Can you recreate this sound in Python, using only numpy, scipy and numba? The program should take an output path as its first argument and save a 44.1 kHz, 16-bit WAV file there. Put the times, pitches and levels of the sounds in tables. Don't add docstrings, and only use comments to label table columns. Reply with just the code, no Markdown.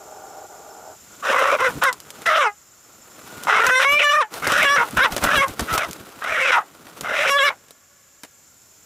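import sys
import numpy as np
from scipy import signal
from scipy.fft import rfft, irfft, next_fast_len
from scipy.io import wavfile
from scipy.ndimage import uniform_filter1d
from numba import njit

SR = 44100
rng = np.random.default_rng(int(sys.argv[2]) if len(sys.argv) > 2 else 0)


def linear_from_db(decibels):
    return 10 ** (np.asarray(decibels, float) / 20)


def persist_wave(psi):
    counts = np.round(np.clip(psi, -1, 1) * 32767).astype(np.int16)
    wavfile.write(sys.argv[1], SR, np.atleast_2d(counts).T)


N = 390285


def rms_one(x):
    return x / np.sqrt(np.mean(x ** 2) + 1e-20)


def evened(x, window_s):
    return x / np.sqrt(uniform_filter1d(x ** 2, int(window_s * SR)) + 1e-12)


def in_time(rows):
    s, *columns = np.transpose(rows)
    return [np.interp(np.arange(N) / SR, s, c) for c in columns]


def sounding(start_s, end_s, fade_s):
    gate = np.zeros(N)
    gate[int(start_s * SR):int(end_s * SR)] = 1
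    return uniform_filter1d(gate, int(fade_s * SR) + 1)


def coloured(x, spectrum):
    size = next_fast_len(N)
    hz, db = np.transpose(spectrum)
    bins_hz = np.arange(size // 2 + 1) * SR / size
    gain = linear_from_db(np.interp(np.log(bins_hz + 1), np.log(hz), db, left=-90))
    return irfft(rfft(x, size) * gain, size)[..., :N]


def drift(rate):
    r = np.exp(-2 * np.pi * rate / SR)
    noise = rng.standard_normal(N + SR)
    return rms_one(signal.lfilter([1], [1, -2 * r, r * r], noise)[SR:])


def band_pass(x, low_hz, high_hz):
    return signal.sosfilt(signal.butter(1, [low_hz, high_hz], "band", fs=SR, output="sos"), x)


@njit
def moving_resonance(x, turn, r):
    y = np.zeros(len(x))
    for i in range(2, len(x)):
        drive = (1 - r * r) / 2 * (x[i] - x[i - 2])
        y[i] = drive + 2 * r * np.cos(turn[i]) * y[i - 1] - r * r * y[i - 2]
    return y


def resonance(x, hz, width_hz):
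    return moving_resonance(x, np.ones(N) * 2 * np.pi * hz / SR, np.exp(-np.pi * width_hz / SR))


def double_resonance(x, hz, width_hz):
    return resonance(resonance(x, hz, width_hz), hz, width_hz)


def meadow():
    # frequency in Hz, level in dB.
    air = [(15, -53.5), (25, -19), (76, -4.5), (1440, -13.5), (4370, -16), (7110, -6.5), (8590, -19.5),
           (14000, -14.5), (16000, -24)]
    # centre in Hz, width of each ringing pass in Hz, middle level in dB,
    # throbs per second, throb depth from 0 to 1.
    choruses = [(7190, 850, -54, 26, 0.3), (5340, 140, -66.5, 7, 0.6), (11900, 2400, -68.5, 20, .1),
                (1404, 140, -67, 7.1, 0.5)]
    out = linear_from_db(-51) * rms_one(coloured(rng.standard_normal((2, N)), air))
    for hz, width_hz, db, per_s, depth in choruses:
        throb = 1 + depth * np.sin(2 * np.pi * per_s * np.arange(N) / SR + 1.8 * drift(4.2))
        song = np.array([rms_one(double_resonance(n, hz, width_hz)) for n in rng.standard_normal((2, N))])
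        out = out + linear_from_db(db + 1.7 * drift(28.0)) * throb * song
    return out * linear_from_db([[0], [-12.0]])


def slope(x):
    t = np.arange(SR) / SR
    tail = linear_from_db(-47.5 - 60 * t / 0.073) + linear_from_db(-90.5 - 60 * t / 14.4)
    scatter = rng.standard_normal((2, SR)) * tail * (t > .004)
    answer = signal.lfilter([.5], [1, -.7], scatter)
    return signal.fftconvolve(x[None], answer, axes=1)[:, :N] * linear_from_db([[0], [-14.0]])


def hoarse_rasp():
    # start in seconds, end in seconds, level at the start in dB.
    rasps = [(0.0, 0.464, -43.5), (.488, 0.95, -44.5)]
    # centre in Hz, width of each ringing pass in Hz, level in dB.
    tract_rows = [(420, 220, -0.5), (620, 63, -2), (770, 180, 4.5), (1186, 150, -9.5), (1400, 180, -4.5)]
    rise_db = 2.5
    source = linear_from_db(0.56 * drift(120.0)) * rng.standard_normal(N)
    tract = np.zeros(N)
    for k, (hz, width_hz, db) in enumerate(tract_rows):
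        tract += (-1) ** k * linear_from_db(db) * rms_one(double_resonance(source, hz, width_hz))
    level, t = np.zeros(N), np.arange(N) / SR
    for start, end, db in rasps:
        progress = np.clip((t - start) / (end - start), 0, 1)
        level += sounding(start, end, 0.028) * linear_from_db(db + rise_db * progress)
    return rms_one(tract) * level


def wings():
    # frequency in Hz, level in dB.
    rustle_colour = [(180, -41), (300, -1.5), (1040, -5), (1430, -1), (1640, -9.5), (3950, -13.5),
                     (4440, -15.5), (9880, -18), (16000, -19)]
    # frequency in Hz, level in dB.
    gust_colour = [(50, -15), (90, -10), (130, -5.5), (250, -3.5), (360, -11), (520, -15.5), (900, -60)]
    # time in seconds, rustle level in dB.
    struggle_rows = [(1.0, -61), (1.15, -48.5), (1.55, -40), (1.95, -45.5), (2.4, -40.5), (2.55, -75),
                     (2.9, -54.5), (3.4, -38), (3.6, -38), (4.2, -45), (4.29, -51), (4.33, -26.5),
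                     (5.8, -34), (6.0, -32), (6.7, -41), (7.05, -34), (7.45, -41.5), (7.8, -60), (8.0, -73)]
    # middle in seconds, puff level in dB,
    # swish level in dB.
    strokes_and_hiss = [(1.7, -36, -37.5), (1.77, -36, -43), (2.22, -65, -47), (3.38, -66, -75), (3.67, -33, -18.5),
                        (3.93, -32.5, -22.5), (4.48, -28, -34), (4.55, -37, -76), (4.63, -32, -55), (4.76, -49, -47),
                        (4.98, -22, -30), (5.13, -20.5, -19), (5.25, -16.5, -12.5), (5.375, -18, -13),
                        (5.5, -24, -24), (5.627, -16, -21), (5.739, -22, -12), (5.89, -31.5, -33),
                        (6.32, -33.5, -61), (6.56, -58, -29), (7.03, -34.5, -52), (7.25, -39, -59)]
    stir_db = -8
    stroke_s, thump_s = 0.024, 0.019
    thump_db, thump_growth = -21, 1.21

    struggle, t = linear_from_db(in_time(struggle_rows)[0]), np.arange(N) / SR
    swish, push, thump = np.zeros((3, N))
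    for s, puff_db, swish_db in strokes_and_hiss:
        near = slice(int((s - .15) * SR), int((s + .15) * SR))
        beat = np.exp(-np.abs(t[near] - s) / stroke_s)
        swish[near] += linear_from_db(swish_db) * beat
        push[near] += linear_from_db(puff_db) * beat
        bell = np.exp(-((t[near] - s) / thump_s) ** 2)
        thump[near] += linear_from_db(thump_db + thump_growth * (puff_db - thump_db)) * bell
    grains = linear_from_db(2.2 * drift(40.0) + 2.0 * drift(500.0)) * rng.standard_normal(N)
    lumps = linear_from_db(4.3 * drift(26.0)) * rng.standard_normal(N)
    rustle = (struggle + swish) * rms_one(coloured(grains, rustle_colour))
    puff = (linear_from_db(stir_db) * struggle + push) * rms_one(coloured(lumps, gust_colour))
    deep = band_pass(rng.standard_normal(N), 25.0, 110.0)
    return rustle + puff + thump * evened(deep, 0.26)


def snaps():
    # start in seconds, strength in dB, knock above that strength in dB.
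    snap_rows = [(1.393, -18, -22.5), (1.606, -21.5, -21), (1.8376, -6, -8), (1.928, -10.5, -19),
                 (2.0023, -20, -20.5), (2.1044, -16.5, -19), (2.2194, -32, 12.5), (3.3, -46, -3),
                 (3.3775, -40, 9), (3.4361, -18.5, -18), (3.6668, 0.5, -17), (4.34, -15, 5),
                 (4.4455, -15, -9), (4.473, -5, 6.5), (4.52, -17, 23.5), (4.6294, -8, -5),
                 (4.749, -16, -15), (4.9095, -17, -14), (4.972, -8, -14), (5.1227, -7.5, 5),
                 (5.1646, -3, 11), (5.1798, -9, 11), (5.2397, 0.5, 11), (5.4826, -9.5, -7),
                 (5.5656, -27, -26), (5.5942, -7, 14.5), (5.607, -3, -4), (5.729, -8, -8), (5.7782, -3, 10),
                 (5.911, -10.5, -14), (5.9314, -9, -12), (6.241, -13, -15), (6.868, -33, 16.5),
                 (7.0099, -7.5, -2), (7.684, -35.5, 5), (7.7076, -21.5, -3.5), (8.2343, -22.5, 7.5),
                 (8.2483, -32, 8)]
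    out, t = np.zeros(N), np.arange(1200) / SR
    noise = rng.standard_normal((len(snap_rows), 1200))
    crackles = band_pass(noise, 2500.0, 10000.0)
    knocks = band_pass(noise, 250.0, 1400.0)
    tick_and_burst = 1.66 * np.exp(-t / 0.00027) + 0.33 * np.exp(-t / 0.0062)
    for (s, snap_db, knock_db), crackle, knock in zip(snap_rows, crackles, knocks):
        snap = crackle * tick_and_burst + linear_from_db(knock_db) * knock * np.exp(-t / 0.007)
        out[int(s * SR):int(s * SR) + 1200] += linear_from_db(snap_db) * snap
    return out


def whine():
    # start in seconds, end in seconds, level in dB.
    whistles = [(1.073, 1.213, -56), (3.3, 3.475, -46)]
    air = double_resonance(rng.standard_normal(N), 1434.0, 50.0)
    return rms_one(air) * sum(linear_from_db(db) * sounding(start, end, .04) for start, end, db in whistles)


def breath_of_squawks():
    # start in seconds, end of breath in seconds, full level in dB, swell time in seconds,
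    # fundamental above the overtones in dB once it has set in, before the breath fails or the pitch sinks.
    squawks = np.array([(1.222, 1.55, -17, 0.045, -7.5), (1.581, 1.677, -16, 0.015, -3),
                        (1.813, 1.892, -12, 0.0087, -12), (2.254, 2.475, -12.5, 0.0048, -9),
                        (3.467, 4.22, -7, .02, -13), (4.418, 4.826, -7, 0.084, -14.5),
                        (4.962, 5.06, -0.5, .03, -15), (5.215, 5.444, -4.5, 0.038, -12.5),
                        (5.672, 5.845, -13, .01, -15.5), (6.214, 6.509, -6.5, 0.18, -12),
                        (6.514, 6.587, -4.5, 0.0031, -26.5), (7.032, 7.489, -7, .17, -10)])
    attack_s, swell_db, release_db_per_s = 0.0083, 13.5, 580
    low_sets_in_s, low_late_db = 0.025, 18
    treble_full_db, treble_fade_db_per_s = 5, 496.5

    t = np.arange(N) / SR
    current = np.clip(np.searchsorted(squawks[:, 0], t) - 1, 0, None)
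    start, end, full_db, swell_s, low_db = squawks[current].T
    age, over = np.clip(t - start, 0, None), np.clip(t - end, 0, None)
    under_db = swell_db * np.exp(-age / swell_s) + release_db_per_s * over
    low_db = low_db - low_late_db * np.exp(-age / low_sets_in_s)
    treble_db = treble_full_db - np.minimum(treble_fade_db_per_s * over, 30.0)
    level = np.clip(age / attack_s, 0, 1) * linear_from_db(full_db - under_db)
    return level, under_db, low_db, treble_db


def hen():
    # time in seconds, pitch in Hz before warble and shake,
    # beak resonance in Hz before it darkens, closes or shakes.
    pitch_rows = [
        [(1.2, 550, 1420), (1.32, 519.3, 1250), (1.42, 548, 1300), (1.56, 525.2, 1200)],
        [(1.6, 484, 1330), (1.65, 530, 1400), (1.71, 477.6, 1280)],
        [(1.82, 547.4, 1420), (1.87, 537, 1340), (1.92, 476, 1209)],
        [(2.26, 620, 1580), (2.32, 655, 1620), (2.38, 631, 1455), (2.433, 510, 1250), (2.47, 419, 984),
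         (2.51, 414.7, 900)],
        [(3.45, 420, 1453), (3.62, 451.5, 1566), (3.68, 502.2, 1640), (3.8, 522, 1625), (3.938, 585.4, 2400),
         (3.99, 592.4, 2300), (4.1, 581, 1610), (4.14, 596.8, 1620), (4.2, 611, 1220), (4.23, 449, 1210),
         (4.27, 420, 1203)],
        [(4.42, 592, 1400), (4.64, 587.8, 1798), (4.68, 552, 1674), (4.72, 572.6, 1720), (4.765, 579.4, 1790),
         (4.79, 491.3, 1460), (4.84, 447, 1060)],
        [(4.96, 446.6, 1447), (5.03, 540, 1600), (5.043, 575, 1500), (5.07, 429.8, 1208)],
        [(5.22, 593, 1490), (5.35, 609, 1560), (5.375, 548, 1580), (5.41, 539, 1499), (5.425, 570, 1157),
         (5.455, 523, 1079)],
        [(5.68, 664, 1469), (5.88, 645, 1162)],
        [(6.22, 620, 1359), (6.33, 644.6, 1811), (6.437, 512, 1677), (6.47, 580, 1492), (6.53, 498, 1500),
         (6.61, 393.4, 1400)],
        [(7.04, 581.4, 1290), (7.24, 626, 1902), (7.3, 562, 1990), (7.34, 557, 1781), (7.37, 574, 1700),
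         (7.423, 537.4, 1628), (7.446, 588, 1500), (7.5, 555, 1277), (7.55, 446.7, 1180)],
    ]
    # start in seconds, end in seconds, roughness from 0 to 1 before smoothing and drift.
    locked = [(1.615, 1.7, .3), (1.855, 1.92, .2), (2.27, 2.385, .55), (2.385, 2.46, .3), (2.46, 2.56, .1),
              (3.61, 3.635, .3), (3.665, 3.69, .15), (3.71, 3.795, .04), (3.85, 3.99, .04),
              (4.035, 4.115, .02), (4.115, 4.21, .08), (4.21, 4.28, .15), (4.652, 4.76, .08),
              (4.785, 4.86, .45), (4.99, 5.01, .4), (5.01, 5.04, .1), (5.04, 5.09, .4), (5.368, 5.42, .08),
              (5.42, 5.47, .3), (6.33, 6.425, .55), (6.425, 6.45, .15), (6.45, 6.515, .6),
              (6.515, 6.62, .5), (7.3, 7.383, .03), (7.383, 7.395, .4), (7.395, 7.45, .07),
              (7.45, 7.5, .25)]
    # frequency in Hz, level in dB.
    throat_colour = [(410, 3), (700, 8), (880, 4), (1310, 4), (1750, -5), (2600, -2), (3200, -8.5),
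                     (3900, -12.5), (4350, -24), (4750, -21.5), (5200, -17.5), (5900, -17), (6500, -22.5),
                     (7000, -23), (14000, -32.5)]
    # start in seconds, end in seconds, swings per second, share of the pitch.
    warble_from, warble_to, warble_per_s, warble_share = (4.11, 4.21, 33.0, 0.022)
    rasp_treble_db = 3

    pitch_hz, beak_hz = in_time(sum(pitch_rows, []))
    level, under_db, low_db, treble_db = breath_of_squawks()
    swing = np.sin(2 * np.pi * warble_per_s * (np.arange(N) / SR - warble_from - .022))
    pitch_hz = pitch_hz * (1 + warble_share * sounding(warble_from, warble_to, 0.018) * swing)

    slack = np.clip(under_db - 4.5, 0, 25)
    low_db = low_db - 0.18 * slack
    treble_db = treble_db - 0.33 * slack
    beak_hz = beak_hz * linear_from_db(-.1 * slack)
    sunk = np.clip((500.0 - pitch_hz) / 60.0, 0, 1)
    low_db = low_db - 6.6 * sunk
    treble_db = treble_db - 1.7 * sunk
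    beak_hz = beak_hz + 0.21 * sunk * (2 * pitch_hz - beak_hz)

    rough = np.ones(N)
    for start, end, share in locked:
        rough[int(start * SR):int(end * SR)] = share
    rough = uniform_filter1d(rough, 200) * np.clip(1 + .25 * drift(13.0), .3, 1.3)

    shaken_hz = pitch_hz * (1 + .07 * rough * drift(50.0))
    cycles = np.cumsum(shaken_hz) / SR + 0.091 * rough * drift(339.0)
    rough_db = rough * (1.9 * np.tanh(drift(200.0)) + 2.4 * np.tanh(drift(30.0)))
    strength = linear_from_db(rough_db + 1.46 * drift(31.0))
    partials = np.zeros(N)
    for k in range(2, 24):
        partials += linear_from_db(4.65 * drift(9.8)) * np.cos(2 * np.pi * k * cycles)
    turbulence = (.04 + 2.4 * rough ** 3.5) * rng.standard_normal(N)
    throat = coloured(strength * (partials + turbulence), throat_colour)

    beak = resonance(throat, beak_hz * (1 + 0.12 * rough * drift(26.0)), 252.0)
    gullet_hz = 2031.0 * (1 + 0.079 * (0.61 + 0.59 * rough) * drift(5.5))
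    gullet = resonance(throat, gullet_hz, 93.0)
    windpipe = resonance(throat, 1440.0, 73.0)
    voice = throat + linear_from_db(14.0) * beak - linear_from_db(15.5) * gullet + linear_from_db(12.0) * windpipe
    treble = signal.sosfilt(signal.butter(2, 2100.0, "high", fs=SR, output="sos"), voice)
    overtones = evened(voice + (linear_from_db(treble_db + rasp_treble_db * rough) - 1) * treble, 0.02)

    low_cycles = cycles + 0.066 * rough ** 2 * drift(60.0)
    low_tone = resonance(strength * np.cos(2 * np.pi * low_cycles), pitch_hz, 290.0)
    flutter = linear_from_db(6.6 * rough * np.tanh(drift(40.0)))
    fundamental = flutter * evened(low_tone, 0.28)
    return level * (overtones + linear_from_db(low_db) * fundamental)


def gain_control(x):
    threshold_db, share, back_db_per_s, attack_s = -17.0, 0.86, 3.5, 0.005
    level_db = 10 * np.log10(uniform_filter1d(np.mean(x ** 2, axis=0), int(0.05 * SR)) + 1e-12)
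    wanted_db = share * np.clip(level_db - threshold_db, 0, None)
    back_db = back_db_per_s * np.arange(N) / SR
    cut_db = np.maximum.accumulate(wanted_db + back_db) - back_db
    r = np.exp(-1 / (attack_s * SR))
    return x * linear_from_db(-signal.lfilter([1 - r], [1, -r], cut_db))


def scene():
    near = hen() + whine() + wings() + snaps() + hoarse_rasp()
    mid, side = meadow() + slope(near)
    side = side + 0.081 * drift(16.0) * np.gradient(np.gradient(near))
    side = side + 0.0067 * drift(8.0) * near
    return np.array([near + mid + side, near + mid - side])


def band_limit(x):
    return signal.sosfilt(signal.butter(12, 16800, fs=SR, output="sos"), x)


def record(dry):
    rounded = 1.007 * np.tanh(gain_control(dry) / .95)
    top_cut = signal.cheby2(10, 60, 16500, fs=SR, output="sos")
    mix = signal.sosfilt(top_cut, rounded)
    return band_limit(mix)


dry = scene()
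out = record(dry)
persist_wave(out)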